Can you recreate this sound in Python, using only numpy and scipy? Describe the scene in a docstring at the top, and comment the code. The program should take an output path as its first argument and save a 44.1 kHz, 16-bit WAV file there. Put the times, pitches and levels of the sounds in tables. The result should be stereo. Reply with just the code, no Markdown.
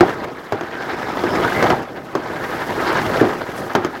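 """Wheels of a plastic sled roar down a gritty trough-shaped slide, heard from the seat: grains of contact
shake the shell, louder in the bends and pulsing once a turn. Joints in the track knock on the front axle,
then on the rear one, as impulses and decaying chatter that set the shell booming. Runners hiss as filtered
noise, gritty bursts scuff and bump, narrow noise bands sing or ring, grit crackles and wind brushes the mic."""
import sys
import numpy as np
from scipy import signal
from scipy.fft import rfft, irfft, next_fast_len
from scipy.io import wavfile

SR = 44100
rng = np.random.default_rng(int(sys.argv[2]) if len(sys.argv) > 2 else 0)


def unload_wav(signal):
    """Save mono or channel-first audio to the path in sys.argv[1] as 16-bit WAV at rate SR, clipped to [-1, 1]."""
    wavfile.write(
        sys.argv[1],
        SR,
        np.round(np.clip(np.atleast_2d(signal).T, -1, 1) * 32767).astype(np.int16),
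    )


N = 176400
TIME = np.arange(N) / SR
SIZE = next_fast_len(N + SR // 4)  # room for filter tails
HZ = np.maximum(np.fft.rfftfreq(SIZE, 1 / SR), 1)


def from_db(db):
    """Decibels to amplitude gain."""
    return 10 ** (np.asarray(db) / 20)


def at_hz(points):
    """Read a table at every spectrum bin, along a log-frequency axis."""
    hz, value = np.transpose(points)
    return np.interp(np.log(HZ), np.log(hz), value)


def drift(rate_hz):
    """Slow random movement with a spread of 1: noise through two equal low-pass poles."""
    step = 40  # samples between slow values
    pole = np.exp(-2 * np.pi * rate_hz * step / SR)
    noise = rng.standard_normal(N // step + 2002)
    slow = signal.lfilter([1], [1, -2 * pole, pole * pole], noise)[2000:]  # drop the settling
    return np.interp(np.arange(N) / step, np.arange(len(slow)), slow / slow.std())


def grains(per_s, spread_db):
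    """Two unrelated streams of tiny contacts of uneven size and random sign; rms 1."""
    sizes = from_db(spread_db * np.minimum(rng.exponential(1, (2, N)), 4))
    signs = rng.choice([-1, 1], (2, N))
    contacts = sizes * signs * (rng.random((2, N)) < per_s / SR)
    return contacts / contacts.std()


GRIT_PER_S, GRIT_SPREAD_DB = 5000, 2.8


def grit_grains():
    """Dense gritty contacts."""
    return grains(GRIT_PER_S, GRIT_SPREAD_DB)


def lift_db(resonances):
    """Sum of resonance peaks or dips, in dB at each frequency."""
    return sum(db / (1 + (2 * (HZ - hz) / width) ** 2) for hz, width, db in resonances)


def dying(start_s, t60_s):
    """A sudden start and an exponential decay, 60 dB down after t60."""
    age = TIME - start_s
    return (age >= 0) * np.exp(-np.log(1000) * np.clip(age / t60_s, 0, 10))


def swell(centre_s, length_s):
    """A smooth bell-shaped rise and fall around one moment."""
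    return np.exp(-2 * np.minimum(((TIME - centre_s) / length_s) ** 2, 20))


# How alike the two microphone ports sound: f/Hz, likeness (0 to 1)
LIKENESS = [(40, 0.1), (130, 0.64), (350, 0.55), (700, 0.67), (1200, 0.5), (1550, 0), (2300, .5), (3900, 0),
            (5500, 0.41), (8000, 0)]
# Left port minus right port: f/Hz, level/dB
BALANCE = [(330, .7), (600, -1.4), (1100, -0.5), (1500, -3), (5000, -1.5), (8000, 0)]
# Delay of the left port: f/Hz, t/s
PORT_LAG = [(1030, .00011), (1400, .00019), (2400, .00023)]


def radiate(force, colour_db, spread=1):
    """Force streams pass a causal filter of unit power and reach the ports as shared and unlike sound."""
    gain = from_db(colour_db)
    # folding the cepstrum gives the filter minimum phase
    cepstrum = irfft(np.log(gain / np.sqrt(np.mean(gain ** 2))), SIZE)
    cepstrum[1:SIZE // 2] *= 2
    cepstrum[SIZE // 2 + 1:] = 0
    mid, side = rfft(force, SIZE) * np.exp(rfft(cepstrum))
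    unlike = np.clip(spread * (1 - at_hz(LIKENESS)), 0, 1)
    sides = np.array([[1], [-1]])  # left, right
    ports = np.sqrt(1 - unlike / 2) * mid + sides * np.sqrt(unlike / 2) * side
    ports = ports * from_db(sides * at_hz(BALANCE) / 2)
    ports[0] *= np.exp(-2j * np.pi * HZ * at_hz(PORT_LAG))
    return irfft(ports, SIZE)[:, :N]


# Wind spectrum: f/Hz, relative level/dB
WIND = [(20, -15), (45, -6.5), (80, -25), (160, 3.5), (600, -67)]
WIND_DB = -8  # relative to the speed level


def wind(speed_db):
    """Lumpy low buffeting that grows with speed, partly different at each port."""
    level_db = WIND_DB + speed_db + 2 * drift(4.7)
    return radiate(rng.standard_normal((2, N)) * from_db(level_db), at_hz(WIND))


# Grit snapping under a wheel: t/s, level/dB
TICKS = [(.243, -29.5), (3.733, -30)]
TICK_T60_S = 0.04
# Bright crack spectrum, also used by the joints: f/Hz, relative level/dB
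CRACK = [(100, -11.5), (600, -13), (1100, 8.5), (1800, 2.5), (2600, -6), (4200, -13), (6400, -13),
         (8500, -27.5), (16000, -26.5)]
# Axle resonances, also rung by the joints: f/Hz, width/Hz, lift/dB
AXLE = [(3090, 260, 5), (4920, 260, 5), (6380, 300, 5)]


def ticks():
    """Grit snaps in a short bright crackle that rings the axle."""
    snap = sum(from_db(db) * dying(s, TICK_T60_S) for s, db in TICKS)
    # half the dB contrast of a joint crack
    return radiate(grit_grains() * snap, at_hz(CRACK) / 2 + lift_db(AXLE))


# A rubbing wheel or runner sings, or the shell rings after a blow: t/s, length/s, f/Hz, width/Hz, level/dB
NARROW_TONES = [(0.031, 0.01, 730, 130, -12), (0.8, 0.084, 1560, 180, -27.5), (1.1, 0.44, 5220, 450, -50),
                (1.337, .07, 5140, 550, -37), (1.474, 0.032, 1525, 180, -18),
                (1.593, 0.088, 2060, 260, -21.5), (1.647, 0.0066, 830, 200, -15),
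                (1.735, 0.019, 800, 280, -18), (2.888, 0.041, 4450, 1300, -31),
                (2.914, 0.1, 1070, 200, -24.5), (3.585, 0.04, 9500, 3500, -42.5)]


def narrow_tones():
    """Brief narrow-band noise tones: a rubbing wheel or runner sings, or the shell rings after a blow."""
    tones = 0
    for s, length, hz, width, db in NARROW_TONES:
        edges = np.clip([hz - width / 2, hz + width / 2], 50, SR / 2.2)
        band = signal.butter(2, edges, "band", fs=SR, output="sos")
        tone = signal.sosfilt(band, rng.standard_normal((2, N)))
        tones = tones + tone / tone.std() * from_db(db) * swell(s, length)
    return radiate(tones, np.zeros_like(HZ))


# Short gritty bursts (scuffs, wheel-turn pulses and soft bumps): t/s, length/s, level/dB
GRITTY_BURSTS = [(0.087, 0.026, -20.5), (.243, 0.018, -24.5), (0.903, 0.038, -22), (1.03, 0.0051, -18),
                 (1.974, 0.028, -26.5), (2.366, 0.0098, -25), (2.444, 0.015, -23), (2.53, 0.18, -25.5),
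                 (2.62, 0.02, -22.5), (1.67, 0.0084, -11.5), (2.811, 0.013, -19.5), (3.295, .018, -18.5),
                 (3.714, 0.024, -24), (3.761, 0.015, -14), (3.855, 0.035, -23)]
# Runner hiss spectrum: f/Hz, relative level/dB
HISS = [(2000, 2.5), (6000, 6), (9000, -2), (11500, 1.5), (14000, -0.5), (16000, -3)]
# Grit roar spectrum, also used by the wheels: f/Hz, relative level/dB
ROAR = [(150, -16.5), (350, 0), (650, -1.5), (950, 2.5), (1080, -0.5), (1600, 2), (2050, -1), (2600, -9.5),
        (3500, -14), (5300, -21), (6500, -25), (9000, -38.5), (16000, -52)]
# Resonances of shell and wheels, shared by bursts, joints and wheels: f/Hz, width/Hz, lift/dB
SHELL = [(112, 35, 5.5), (249.6, 12, 3), (348, 34, 3.5), (440, 11, -0.5), (628, 26, 2), (787, 14, 6),
         (1269, 53, 5), (1593, 33, 1.5), (1960, 37, -4)]
HISS_DB, HISS_FLUTTER_DB = 1, 1.44


def runners_and_bursts(hiss_db):
    """Sliding friction makes a smooth hiss; swelling grains make scuffs, wheel-turn pulses and soft bumps."""
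    level_db = HISS_DB + hiss_db + HISS_FLUTTER_DB * drift(49)
    hiss = rng.standard_normal((2, N)) * from_db(level_db)
    burst_level = sum(from_db(db) * swell(s, length) for s, length, db in GRITTY_BURSTS)
    bursts = grit_grains() * burst_level
    bright = radiate(hiss + from_db(-24) * bursts, at_hz(HISS))
    return bright + radiate(bursts, at_hz(ROAR) + lift_db(SHELL))


# A wheel hits a joint or bump: t/s, then relative boom level/dB, thud level/dB, crack level/dB, rattle t60/s
JOINTS = [(.0075, -1, -7, -12, 0.21), (0.0946, -18, -22, -26, .1), (0.5227, -13, -15.5, -22, 0.22),
          (0.61, -19, -19.5, -28.5, 0.14), (1.172, -41, -18.5, -27, .03), (1.2373, -12, -17, -21, 0.091),
          (1.6263, -24, -18.5, -12, 0.084), (1.641, -12.5, -14.5, -22, .074), (1.7023, -12, -8.5, -16, 0.2),
          (2.152, -10.5, -17.5, -20, 0.21), (3.212, -1.5, -12.5, -23, 0.29), (3.751, -8.5, -14, -14, 0.36),
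          (3.8477, -11, -27, -18, .06)]
# Spectra of first knock, shell boom and chattering thud: f/Hz, relative level/dB
KNOCK = [(40, -29), (150, -16.5), (330, -3), (700, 10), (1000, -8.5), (1850, -7), (2700, -8.5), (7000, -51)]
BOOM = [(30, -29.5), (70, -22.5), (115, -8), (240, -5.5), (340, 3), (420, 2), (520, -11.5), (1000, -30),
        (4000, -78)]
THUD = [(30, -48), (70, -18), (120, -9), (250, -1), (400, -2.5), (550, 0), (780, 0.5), (1050, -4),
        (1900, -9), (2700, -18), (6000, -35), (16000, -83)]
STRIKE_DB, BOOM_STRIKE_DB, CRACK_STRIKE_DB = 23, 19, 11  # impulse gains
BLOW_DB, BLOW_T60_S = -7.5, 0.048
REBOUND_S, REBOUND_DB = 0.019, -4  # after and relative to the blow
RATTLE_DB, RATTLES_PER_S, RATTLE_SPREAD_DB = -1, 1200, 2
CRACK_T60_S, CRACK_TAIL_DB = 0.051, 2
BOOM_LAG_S = 0.0013  # the heavy shell answers just after the crack
JOINT_SPREAD = 0.064  # share of the unlike sound that a direct knock keeps


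def joints():
    """Each joint knocks, cracks and booms; the wheel chatters and rebounds, and the shell rattles out."""
    knock, boom, thud, crack = np.zeros((4, 2, N))
    chatter = rng.choice([-1., 1.], (3, 2, N))
    rattles = grains(RATTLES_PER_S, RATTLE_SPREAD_DB)
    for s, boom_db, thud_db, crack_db, t60 in JOINTS:
        strike = np.zeros((2, N))
        strike[0, max(int(s * SR), 0)] = 1  # one impulse in the shared stream
        rebound = from_db(REBOUND_DB) * dying(s + REBOUND_S, BLOW_T60_S)
        blow = from_db(BLOW_DB) * (dying(s, BLOW_T60_S) + rebound)
        rattle = from_db(RATTLE_DB) * dying(s, t60) * rattles
        splinter = dying(s, CRACK_T60_S) + from_db(CRACK_TAIL_DB) * dying(s, 0.083 * t60)
        knock += from_db(thud_db + STRIKE_DB) * strike
        thud += from_db(thud_db) * (chatter[0] * blow + rattle)
        shaking = chatter[1] * blow + rattle[::-1] / 2  # rattle streams swapped
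        boom += from_db(boom_db) * (from_db(BOOM_STRIKE_DB) * strike + shaking)
        crack += from_db(crack_db) * (from_db(CRACK_STRIKE_DB) * strike + chatter[2] * splinter)
    shell = lift_db(SHELL)
    boom = np.roll(boom, int(BOOM_LAG_S * SR), axis=1)
    direct = radiate(knock, at_hz(KNOCK) + shell, JOINT_SPREAD)
    direct = direct + radiate(boom, at_hz(BOOM) + shell, JOINT_SPREAD)
    chattering = radiate(thud, at_hz(THUD) + shell)
    return direct + chattering + radiate(crack, at_hz(CRACK) + lift_db(AXLE))


HOP_LOSS, HOP_T60_S = 0.8, 0.42  # share of gain lost per unit of blow strength; recovery


def grip():
    """A hard blow unloads the wheels, so wheel, runner and burst sound dips and recovers."""
    hop = sum(from_db(max(boom_db, thud_db)) * dying(s, HOP_T60_S)
              for s, boom_db, thud_db, _, _ in JOINTS)
    return np.clip(1 - HOP_LOSS * hop, 0.2, 1)


PATCHY_DB, PATCHY_PER_S = 2.8, 30


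def patchy(sound):
    """Each quarter octave flares and fades on its own as the contact patch changes."""
    spectrum = rfft(sound, SIZE)
    place = np.clip(4 * np.log2(HZ / 400), 0, 15)  # the end bands take in all lower or higher sound
    out = 0
    for k in range(16):
        band = irfft(spectrum * np.maximum(1 - abs(place - k), 0), SIZE)[:, :N]
        flare_db = PATCHY_DB * np.clip(drift(PATCHY_PER_S), -2, 2)
        out = out + band * from_db(flare_db)
    return out


# Low rumble spectrum: f/Hz, relative level/dB
RUMBLE = [(30, -56), (60, -5), (110, -4.5), (170, 0), (280, 3), (450, 3.5), (650, 0), (1000, -8.5),
          (2500, -58.5)]
WHEEL_TURNS_PER_S, WHEEL_HIGH_SPOT_S = 11.2, 2.436  # turn rate; moment of one pulse peak
RUMBLE_DB, RUMBLE_PULSE_DB, RUMBLE_FLUTTER_DB = 0, 0.7, 1.1
ROAR_DB, WHEEL_PULSE_DB, ROAR_FLUTTER_DB = -0.73, 1.5, 1.5
LUMPS_PER_S, LUMP_SPREAD_DB = 1300, 2.0


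def wheels(rumble_db, roar_db):
    """Lumps and grit under the wheels shake the shell, harder once in every turn."""
    turn = np.cos(2 * np.pi * WHEEL_TURNS_PER_S * (TIME - WHEEL_HIGH_SPOT_S))
    lump_db = RUMBLE_DB + rumble_db + RUMBLE_PULSE_DB * turn + RUMBLE_FLUTTER_DB * drift(24)
    lumps = grains(LUMPS_PER_S, LUMP_SPREAD_DB) * from_db(lump_db)
    grit_db = ROAR_DB + roar_db + WHEEL_PULSE_DB * turn + ROAR_FLUTTER_DB * drift(71)
    grit = grit_grains() * from_db(grit_db)
    shell = lift_db(SHELL)
    rumble = radiate(lumps, at_hz(RUMBLE) + shell)
    return rumble + patchy(radiate(grit, at_hz(ROAR) + shell))


# The ride: t/s, then relative rumble level/dB, wheel roar level/dB, runner hiss level/dB
RIDE = [(0.0, -19, -19.5, -42), (0.17, -27.5, -27, -49.5), (0.24, -26.5, -28, -52), (0.31, -30.5, -33, -55),
        (0.45, -37, -34, -52), (0.8, -31.5, -26, -50.5), (1.15, -27, -24, -45.5), (1.43, -16, -18, -39.5),
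        (1.5, -25, -20, -38), (1.71, -15, -16.5, -39), (1.85, -32, -31.5, -53.5),
        (1.99, -30.5, -37.5, -53.5), (2.06, -36, -35.5, -53), (2.27, -28, -24.5, -49.5),
        (2.48, -30, -30.5, -42.5), (2.97, -22, -15.5, -40.5), (3.04, -23, -21, -40),
        (3.18, -19, -17.5, -38), (3.46, -30, -29, -47), (3.6, -28, -27, -42), (3.67, -29, -31, -43),
        (3.74, -33.5, -29, -50), (4.0, -32.5, -30.5, -50.5)]


def scene():
    """Everything heard from the moving sled."""
    s, *levels = np.transpose(RIDE)
    rumble_db, roar_db, hiss_db = [np.interp(TIME, s, level) for level in levels]
    speed_db = (rumble_db + hiss_db) / 2  # both grow with speed
    rolling = grip() * (wheels(rumble_db, roar_db) + runners_and_bursts(hiss_db))
    return rolling + narrow_tones() + joints() + ticks() + wind(speed_db)


CUTOFF_HZ = 16100


def record(dry):
    """Soft overload rounds the loudest peaks, then a steep low-pass cuts the top."""
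    rounded = dry / (1 + dry ** 6) ** (1 / 6)
    low_pass = signal.ellip(10, 0.1, 70, CUTOFF_HZ, fs=SR, output="sos")
    return signal.sosfilt(low_pass, rounded)


dry = scene()
out = record(dry)
unload_wav(out)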